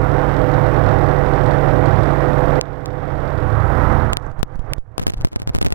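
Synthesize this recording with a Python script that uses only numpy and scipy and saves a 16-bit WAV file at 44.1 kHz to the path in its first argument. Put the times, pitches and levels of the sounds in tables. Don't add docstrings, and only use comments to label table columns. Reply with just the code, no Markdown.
import sys
import numpy as np
from scipy import signal
from scipy.fft import rfft, irfft
from scipy.io import wavfile
from scipy.ndimage import uniform_filter1d

SR = 44100
rng = np.random.default_rng(int(sys.argv[2]) if len(sys.argv) > 2 else 0)


def generate_wav(sig):
    pcm = np.round(np.clip(np.atleast_2d(sig).T, -1, 1) * 32767).astype(np.int16)
    wavfile.write(sys.argv[1], SR, pcm)


N = 253134
TIME = np.arange(N) / SR
ROLL_S, ROLL_DB = 4.14, -4
LOOSE_S = 4.99
CYCLE_HZ, SHAFT_HZ = 20.08, 26.46
# start_s, buffeting (0-1), hum_db (relative), rumble_db (relative)
AIR_FLOW = [(0, 0.46, 2, 1), (.25, 0.23, -7, 2), (.55, 0, 3, 5), (.75, 0.2, -1, 5), (.95, 0.02, 2, 8),
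            (1.25, 0.1, -4, 3), (1.5, 0.01, 0, 6), (1.75, 0.02, -6.5, 5), (1.97, 0, 5, 5),
            (2.25, 0.11, -12, 4), (2.45, 0, -5, 6), (2.75, 0, -3, 8), (2.9, 0.14, 0, 3), (3.1, 0, -0.5, 7),
            (3.25, 0, -4, 9), (3.4, 0.45, 3.5, 5.5), (3.6, 1, 4.5, 3), (3.74, 0.9, -2.5, 3),
            (3.9, 0.86, -1.5, 6), (4.1, 1, -1, 10), (4.3, 0.56, -5, 13.5), (4.6, 0.37, 4, 16),
            (4.75, 0, -3, 14), (4.85, 0.3, -2, 22), (5.1, 0, 10, 17.5), (5.2, 0, 15, 5), (5.33, 0.3, 7, 12),
            (5.48, 0.2, 10.5, 17.5), (5.74, 0, 6, 14)]
# (relative, per Hz)
SCUFF_SPECTRUM = [(1500, -9), (4000, -5), (13000, -16)]


def undb(db):
    return 10 ** (np.asarray(db) / 20)


def level(x, db):
    return x * undb(db) / np.sqrt(np.mean(x ** 2))


def curve(table):
    s, *columns = np.transpose(table)
    return [np.interp(TIME, s, c) for c in columns]


def walk(rate):
    k = int(SR / rate)
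    steps = np.repeat(rng.standard_normal(N // k + 1), k)
    return 1.11 * uniform_filter1d(uniform_filter1d(steps, k), k)[:N]


def coloured(points, x=None):
    hz, db = np.transpose(points)
    bins = np.arange(N // 2 + 1) * SR / N + 0.0011
    gain = undb(np.interp(np.log(bins), np.log(hz), db)) * (bins > hz[0]) * (bins < hz[-1])
    noise = rng.standard_normal(N) if x is None else x
    return level(irfft(rfft(noise) * gain, N), 0)


def tones(turns, orders, waver_db, rate):
    total = 0
    for k, db in orders:
        strength = undb(db + waver_db * min(k / 14, 1.5) * walk(rate))
        total = total + strength * np.sin(2 * np.pi * (round(k) * turns + rng.random()))
    return total


def cabin_level():
    start_db, fall_ms = -16, 6.4
    # start_s, level_db (just after the drop), climb_db_per_s (negative sinks)
    level_drops = [(2.594, -32, 14.6), (3.92, -14, -27), (4.133, -28, -60), (4.19, -31.5, 63),
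                   (4.27, -28.5, -60), (4.305, -32, -250), (4.335, -39, 140), (4.41, -44, 77),
                   (4.559, -43.5, 103), (4.727, -38.5, 52), (4.783, -63, 168), (4.86, -49.5, 60),
                   (5.008, -47.5, 218), (5.07, -45, -70), (5.13, -47.5, 140), (5.248, -55, 160),
                   (5.29, -48.5, 44), (5.565, -45.5, 98), (5.671, -47.5, 160)]
    s, low_db, climb = np.transpose([(0, start_db, 0.043)] + level_drops)
    k = np.searchsorted(s, TIME, "right") - 1
    db = np.minimum(low_db[k] + climb[k] * (TIME - s[k]), start_db + 2.0)
    size = int(fall_ms * SR / 1000)
    return uniform_filter1d(db, size=size, origin=(size - 1) // 2)


def buffeted(calm_db, added_db):
    return calm_db + added_db * curve(AIR_FLOW)[0]


def roll_change():
    return ROLL_DB * (TIME > ROLL_S)


def input_floor():
    # (relative, per Hz)
    floor_spectrum = [(300, 0), (5000, 0), (9000, -4), (14000, -10)]
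    return [undb(db) * coloured(floor_spectrum) for db in (-82, -90)]


def left_hiss(cabin_db):
    # (relative, per Hz)
    hiss_spectrum = [(200, 4), (500, -13), (1000, -11), (2000, -14), (4000, -18), (6500, -20), (8500, -20),
                     (10500, -20.5), (12500, -18)]
    return undb(cabin_db - 42.0 - 3.0 * (TIME > ROLL_S)) * coloured(hiss_spectrum)


def rattle():
    # (relative, per Hz)
    rattle_spectrum = [(3500, -10), (6000, 3), (8500, -6), (12000, -14)]
    ticks_per_s, fade_ms = 250, 0.8
    hits = (rng.random(N) < ticks_per_s / SR) * undb(5.0 * rng.standard_normal(N))
    smear = signal.lfilter([1], [1, -np.exp(-1000 / (fade_ms * SR))], hits)
    ticks = coloured(rattle_spectrum, smear * rng.standard_normal(N))
    return undb(-40.5) * (TIME > ROLL_S) * ticks


def fizz():
    # (relative, per Hz)
    fizz_spectrum = [(5500, -6.5), (8000, 2), (10000, -5.5), (12000, 2), (14000, 5)]
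    return undb(buffeted(-39, -1.5) + roll_change()) * coloured(fizz_spectrum)


def rumble():
    # (relative, per Hz)
    rumble_spectrum = [(20, 8.5), (35, 6.5), (65, -3.5), (105, 1.5), (125, -0.5), (145, -2.5), (180, -14)]
    rumble_db = curve(AIR_FLOW)[2]
    return undb(rumble_db - 8.5 + 2 * walk(12.)) * coloured(rumble_spectrum)


def rushing_air(cycle):
    # (relative, per Hz)
    rush_spectrum = [(150, -7.5), (220, -7), (300, -2.5), (430, -4), (550, -3), (790, -2.5), (1000, -6.5),
                     (1500, -10), (2000, -17), (2600, -28), (3300, -32.5), (4500, -42), (6000, -43),
                     (7000, -85)]
    throb = 1 + sum(depth * np.cos(2 * np.pi * k * cycle) for k, depth in ((9, .045), (3, .13), (6, .071)))
    rush = coloured(rush_spectrum, throb * undb(walk(40.)) * rng.standard_normal(N))
    treble = signal.sosfiltfilt(signal.butter(2, 2600, "high", fs=SR, output="sos"), rush)
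    return undb(buffeted(0.9, -3) - 2.0) * (rush + (undb(roll_change()) - 1) * treble)


def draught():
    # (relative, per Hz)
    draught_spectrum = [(700, -3), (1300, -1.5), (2100, -18.5)]
    return undb(buffeted(-15.5, 9.5)) * coloured(draught_spectrum)


def boom():
    # (relative, per Hz)
    boom_spectrum = [(97, -21), (104, -1.5), (112, 0), (133, -2.5), (140, -20)]
    hum_db = curve(AIR_FLOW)[1]
    surge_db = -.5 * roll_change() * walk(19.0)
    return undb(hum_db - 8.5 + surge_db) * coloured(boom_spectrum)


def thrum(cycle, shaft):
    # start_s, level_db (before wavering, relative to the cabin)
    swells = [(3.18, 0), (3.68, -7)]
    rise_s, total = .2, 0
    for turns, (s, db) in zip((3 * shaft, 11 * cycle), swells):
        swell = undb(db + 1.5 * walk(10.)) * np.clip((TIME - s) / rise_s, 0, 1)
        total = total + swell * np.sin(2 * np.pi * turns)
    return total * (TIME < ROLL_S)


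def propeller(shaft):
    # shaft_multiple, level_db (relative)
    shaft_tones = [(2, -2.5), (3, -12), (4, -3), (6, -17), (8, -22), (12, -18)]
    hum_db = curve(AIR_FLOW)[1]
    beat = level(tones(shaft, shaft_tones[:1], waver_db=5., rate=6.), -5.0)
    higher = level(tones(shaft, shaft_tones[1:], waver_db=5., rate=6.), -3.5)
    return undb(hum_db + 2 * roll_change()) * higher + undb(roll_change()) * beat


def valve_ticks(cycle):
    # (relative, per Hz)
    tick_spectrum = [(2200, -24), (3500, 9.5), (5500, -2), (6300, -9), (8500, -7)]
    turn = 2 * cycle + .36
    blow = undb(2.7 * rng.standard_normal(N // 500))[turn.astype(int)]
    return coloured(tick_spectrum, blow * np.exp(-(turn % 1) / 0.28) * rng.standard_normal(N))


def engine(cycle):
    # cycle_multiple, level_db (relative)
    cycle_tones = [(3, -18.7), (4, -13.0), (5, -18.6), (6, -8.9), (7, 0.0), (8, -14.3), (9, -12.1),
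                   (10, -20.7), (11, -21.1), (12, -18.0), (13, -22.7), (14, -9.7), (15, -15.3), (16, -10.5),
                   (17, -17.9), (18, -15.7), (19, -21.4), (20, -12.5), (22, -15.2), (23, -21.0),
                   (24, -16.4), (25, -4.8), (26, -21.2), (27, -20.8), (28, -18.7), (29, -15.1), (31, -10.2),
                   (33, -14.0), (35, -23.8), (36, -21.3), (37, -22.8), (38, -14.9), (39, -17.1),
                   (40, -18.6), (41, -19.8), (44, -23.4), (45, -22.3), (56, -22.8)]
    gear_tone = (96, -27)
    drone = tones(cycle, cycle_tones + [gear_tone], waver_db=2., rate=18.)
    motor = level(drone, -0.73) + undb(-36) * valve_ticks(cycle)
    return undb(buffeted(4, -6) + roll_change()) * motor


def cabin(cabin_db):
    cycle = np.cumsum(1 + .0004 * walk(2.)) * CYCLE_HZ / SR
    shaft = cycle * SHAFT_HZ / CYCLE_HZ
    air = rushing_air(cycle) + draught() + boom() + rumble() + fizz()
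    machine = engine(cycle) + propeller(shaft) + thrum(cycle, shaft)
    return undb(cabin_db) * (air + machine + rattle())


def scratches():
    # peak_s, level_db (at the peak)
    scratch_times = [(4.1894, -60), (4.2714, -56), (4.3044, -59), (4.3194, -60), (4.3874, -53),
                     (4.3974, -45), (4.4074, -54), (4.5231, -58), (4.5394, -56), (4.6074, -57.5),
                     (4.7656, -53.5), (4.8294, -72), (4.9194, -65)]
    fade_ms = 1.0
    bursts = sum(undb(db) * np.exp(-np.abs(TIME - s) * 1000 / fade_ms) for s, db in scratch_times)
    return coloured(SCUFF_SPECTRUM) * bursts


def knock():
    t = TIME - 4.7352
    width_ms, ring_hz = .22, 2200
    ring = np.cos(2 * np.pi * ring_hz * t - np.pi / 4)
    return -.3 * np.exp(-(t * 1000 / width_ms) ** 2 / 2) * ring


def bumps():
    # peak_s, pressure (share of full scale), sharpness_ms
    bump_times = [(4.316, 0.11, 2.2), (4.394, -0.29, 5.3), (4.557, 0.19, 1.6), (4.594, -0.29, 2),
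                  (4.783, 0.26, 2.8), (5.174, -0.33, 5.6), (5.188, 0.12, 3.5), (5.204, 0.2, 2.6),
                  (5.219, 0.0087, 2.7), (5.234, -0.072, 2.1), (5.549, 0.019, 1.1), (5.732, -0.12, 5.6)]
    swing, settle_ms, scuff_db = 1.37, 16.3, -30.0
    out, grit = 0, coloured(SCUFF_SPECTRUM)
    for s, size, ms in bump_times:
        before, after = np.minimum(TIME - s, 0) * 1000, np.maximum(TIME - s, 0) * 1000
        swing_back = (1 + swing) * np.exp(-after / ms) - swing * np.exp(-after / settle_ms)
        cusp = np.exp(before / ms) * swing_back
        scuff = undb(scuff_db) * grit * np.exp(before - after) * (s < LOOSE_S)
        out = out + size * (cusp + scuff)
    return out


def smooth_steps(steps, ms):
    keep = np.exp(-1000 / (ms * SR))
    return signal.lfilter([1 - keep], [1, -keep], steps)


def plug():
    # start_s, hold_ms, left_jump, right_jump (steps before the capacitors, 1 = full scale),
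    # return_share (of the jump; negative jumps on), chatter_db (relative)
    contact_jumps = [(2.6124, .09, -1.04, 1.04, 1, -10), (2.859, .09, -0.25, 0.16, 1, 2),
                     (4.1278, .07, -0.041, 0.042, 2, 0), (4.133, 0.2, -1.13, 1.1, 0.9, 4),
                     (4.17043, 0.14, -1.6, 0.92, 0.84, -3), (4.17062, .07, 0.014, -0.59, 0.66, -4),
                     (4.4304, 3.24, -1.26, 0.22, 0.16, 3), (4.4308, 1, 0.25, -0.082, 0.11, -2),
                     (4.7351, .05, -1.27, 1.6, 1, -9.5), (4.981, 0.49, -0.67, .24, 1.13, 1),
                     (4.996, 3.3, -0.5, 0.28, 0.7, -8), (5.012, 2.6, -0.013, 0.09, 1.2, -10),
                     (5.0158, 2.8, -0.16, 0.23, .9, -5), (5.0233, 6.5, -.16, .19, 1.1, 3),
                     (5.0327, 3.7, -.15, 0.17, 1.2, 1), (5.0679, 0.84, -1.02, 0.86, 0.4, -4),
                     (5.07, 0.15, 0.46, -0.37, 1, -1), (5.08, 5.9, 0.44, -0.53, 0.8, 3),
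                     (5.0992, 3.9, 0.26, -0.31, 1, 11.5), (5.093, .6, .05, -.05, 0, 6),
                     (5.1211, 0.092, .09, -0.2, 0.4, -1), (5.1369, 3.4, 0.22, -0.26, 1.1, -1),
                     (5.142, 0.45, -.07, .09, 1, 3), (5.168, 1, -.02, .03, 1, 4),
                     (5.1738, .25, .06, -.07, 1, 1), (5.181, .2, .02, -.02, 1.5, 7),
                     (5.2061, 1, 0.076, -0.089, 0, 2), (5.2112, 0.58, -0.06, 0.06, 3.5, 1),
                     (5.219, .8, -.06, .06, -2, -3), (5.243, 1, 0.027, -.05, 0.18, 3),
                     (5.2484, 1, 1.5, -1.5, -0.2, 1), (5.2533, 1, -.2, .22, 0.5, -3),
                     (5.2715, 1.1, .13, -.16, 1, -5), (5.2808, .3, .02, -.02, 1.5, 1),
                     (5.286, .2, .03, -.03, 1, 7), (5.3178, 1.4, .04, -.04, 1, 2),
                     (5.3236, 5.1, .06, -.06, 1.9, -3), (5.3312, 0.75, .08, -.09, 1.5, -10),
                     (5.3394, 1, .09, -.09, 0, -14), (5.3571, .4, -.06, .06, 1.5, 1),
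                      (5.3608, 6.1, 0.52, -0.6, 0.8, -8), (5.394, .1, -.05, .05, 0.5, -2),
                     (5.3985, 1, .04, -.04, -0.5, 9), (5.3998, 1.2, .11, -.11, 1.2, 3),
                     (5.4194, 8.9, 0.24, -0.27, 0.5, -1), (5.43, 1, -.04, .04, 0.15, 3),
                     (5.4335, 1, .04, -.04, 0, -6), (5.475, 6.2, .52, -.45, 0.2, -2),
                     (5.4833, 1.2, -.15, .17, -0.5, -10), (5.4915, 0.37, .1, -.13, 1, -1),
                     (5.4945, 6.2, 0.31, -0.33, 1.2, -7), (5.5358, 0.76, 0.079, -.05, 0.55, 0),
                     (5.545, 1, -0.098, 0.21, 0.3, 2), (5.5496, 6.2, 0.95, -0.74, 0.45, -3),
                     (5.5612, 3.5, .34, -.45, 0.9, -12), (5.568, 1, 0.2, -0.16, -0.5, -9),
                     (5.5806, 6, -0.27, 0.35, 1.5, -1), (5.613, 3.5, -0.43, .45, 1.3, -2),
                     (5.6139, .6, -.07, .07, .8, -6), (5.6155, 1, -0.35, .33, 0, 4),
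                     (5.615, 0.27, .27, -.28, 1.5, 0), (5.6203, 1, .06, -.06, -3, -6),
                     (5.6267, 0.13, .4, -.42, 0.81, 2), (5.627, 1.8, 0.37, -.4, 1.2, -6),
                     (5.647, 1, 0.18, -0.28, 0.19, -5), (5.648, 4.5, 0.4, -0.36, 1.9, -2),
                     (5.656, 1.9, -.11, .11, -1, -8), (5.6627, 3.55, 0.52, -0.6, 1, 9),
                     (5.6673, 5.9, 0.536, -0.65, 1, -8), (5.6785, 1, .085, -.085, -1, -9),
                     (5.684, 1, -.03, .03, -5, -3), (5.6911, 5.8, -.045, .045, 1.5, -11),
                     (5.7042, 1.2, -.055, .055, 4.5, -16), (5.71, 1.6, -.06, .06, -2, -14),
                     (5.718, 1, .085, -.085, -1, -16), (5.7223, 1, 0.09, -0.1, 0, -10),
                     (5.723, 3.2, 0.37, -.36, 1.2, -17), (5.7243, 0.18, -.38, .39, 1.5, -13),
                     (5.7255, .09, -.19, .19, 2, -10), (5.7306, .3, .05, -.05, 2, -4)]
    # (relative, per Hz)
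    haze_spectrum = [(1200, -3), (3000, 0), (5000, -6), (9000, -16)]
    creep_ms, sag_ms = 0.11, .3
    stray_db, stray_rate = -49.0, 400.0
    sharp, slow, sag, shaken = np.zeros((4, 2, N + SR))
    for s, ms, left, right, share, db in contact_jumps:
        for lag, sense in (0, 1), (int(ms / 1000 * SR + .5), -share):
            at = int(s * SR) + lag
            held_down = ms > 1 and -.33 < sense * left < 0
            creeps = held_down or (s > LOOSE_S and abs(sense * left) < .1)
            sags = lag > 0 and ms > 3 and sense * left < 0 and s > LOOSE_S
            steps = sag if sags else slow if creeps else sharp
            steps[:, at] += sense * left, sense * right
            shaken[:, at] += np.abs([left, right]) * abs(sense) * undb(db)
    opposite = np.array([[1], [-1]])

    busy = uniform_filter1d(np.abs(sharp[0] + slow[0])[:N], size=900) * 900
    slips_now = rng.random(N) < (.3 + np.minimum(busy, 1)) * stray_rate / SR
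    stray = undb(stray_db) * slips_now * (TIME > LOOSE_S) * rng.laplace(size=N)
    slow[:, :N] += stray * opposite
    edges = (sharp + smooth_steps(slow, creep_ms) + smooth_steps(sag, sag_ms))[:, :N]

    away_ms = np.abs(np.arange(-600, 601)) * 1000 / SR
    burst = np.exp(-away_ms / 0.45) + undb(-20.0) * np.exp(-away_ms / 1.6)
    shake = signal.fftconvolve(shaken[:, :N] + np.abs(stray), burst[None], "same", axes=1)
    bounce = rng.standard_normal(N) * opposite + 0.25 * rng.standard_normal(N)
    bounce = bounce * (rng.random(N) < .3)
    dull, bright = (signal.lfilter(*signal.butter(1, hz, fs=SR), shake * bounce) for hz in (3500., 7500.))
    shine = np.clip(.5 + .5 * walk(140.0), 0, 1)
    chatter = shine * bright + (1 - shine) * 1.3 * dull

    crowd = uniform_filter1d(uniform_filter1d(np.minimum(shaken[0, :N], .1), size=700), size=700) * 700
    haze = undb(-40 + 4.0 * walk(150.)) * crowd * (TIME > LOOSE_S) * coloured(haze_spectrum) * opposite
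    volts = np.cumsum(edges, axis=1) + haze + undb(-18.0) * np.tanh(chatter / 0.46)
    for hz in (70, 20):
        volts = signal.lfilter(*signal.butter(1, hz, "high", fs=SR), volts)
    return volts


def left_leak(mic):
    dull = signal.lfilter(*signal.butter(1, 45., fs=SR), mic)
    return undb(buffeted(-27.5, 6)) * (dull + undb(-25) * mic)


def bridge():
    # start_s, end_s
    bridged_times = [(5.012, 5.036), (5.068, 5.137), (5.15, 5.248), (5.275, 5.36), (5.4, 5.419),
                     (5.44, 5.474), (5.503, 5.545), (5.62, 5.66), (5.7, 5.74)]
    firm = sum((TIME > a) & (TIME < b) for a, b in bridged_times)
    return uniform_filter1d(np.maximum(firm, 0.19 * (TIME > LOOSE_S)), size=40)


def scene():
    cabin_db = cabin_level()
    mic = cabin(cabin_db) + scratches() + knock() + bumps()
    leak = left_leak(mic)
    shared = bridge() * (mic - leak) / 2
    channels = np.array([leak + left_hiss(cabin_db) + shared, mic - shared])
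    return channels + plug() + input_floor()


def record(dry):
    top_cut = signal.ellip(6, .1, 50, 16200, fs=SR, output="sos")
    low = signal.sosfiltfilt(top_cut, np.clip(dry, -1.1, 1.1))
    return np.clip(low, -1, 1)


dry = scene()
out = record(dry)
generate_wav(out)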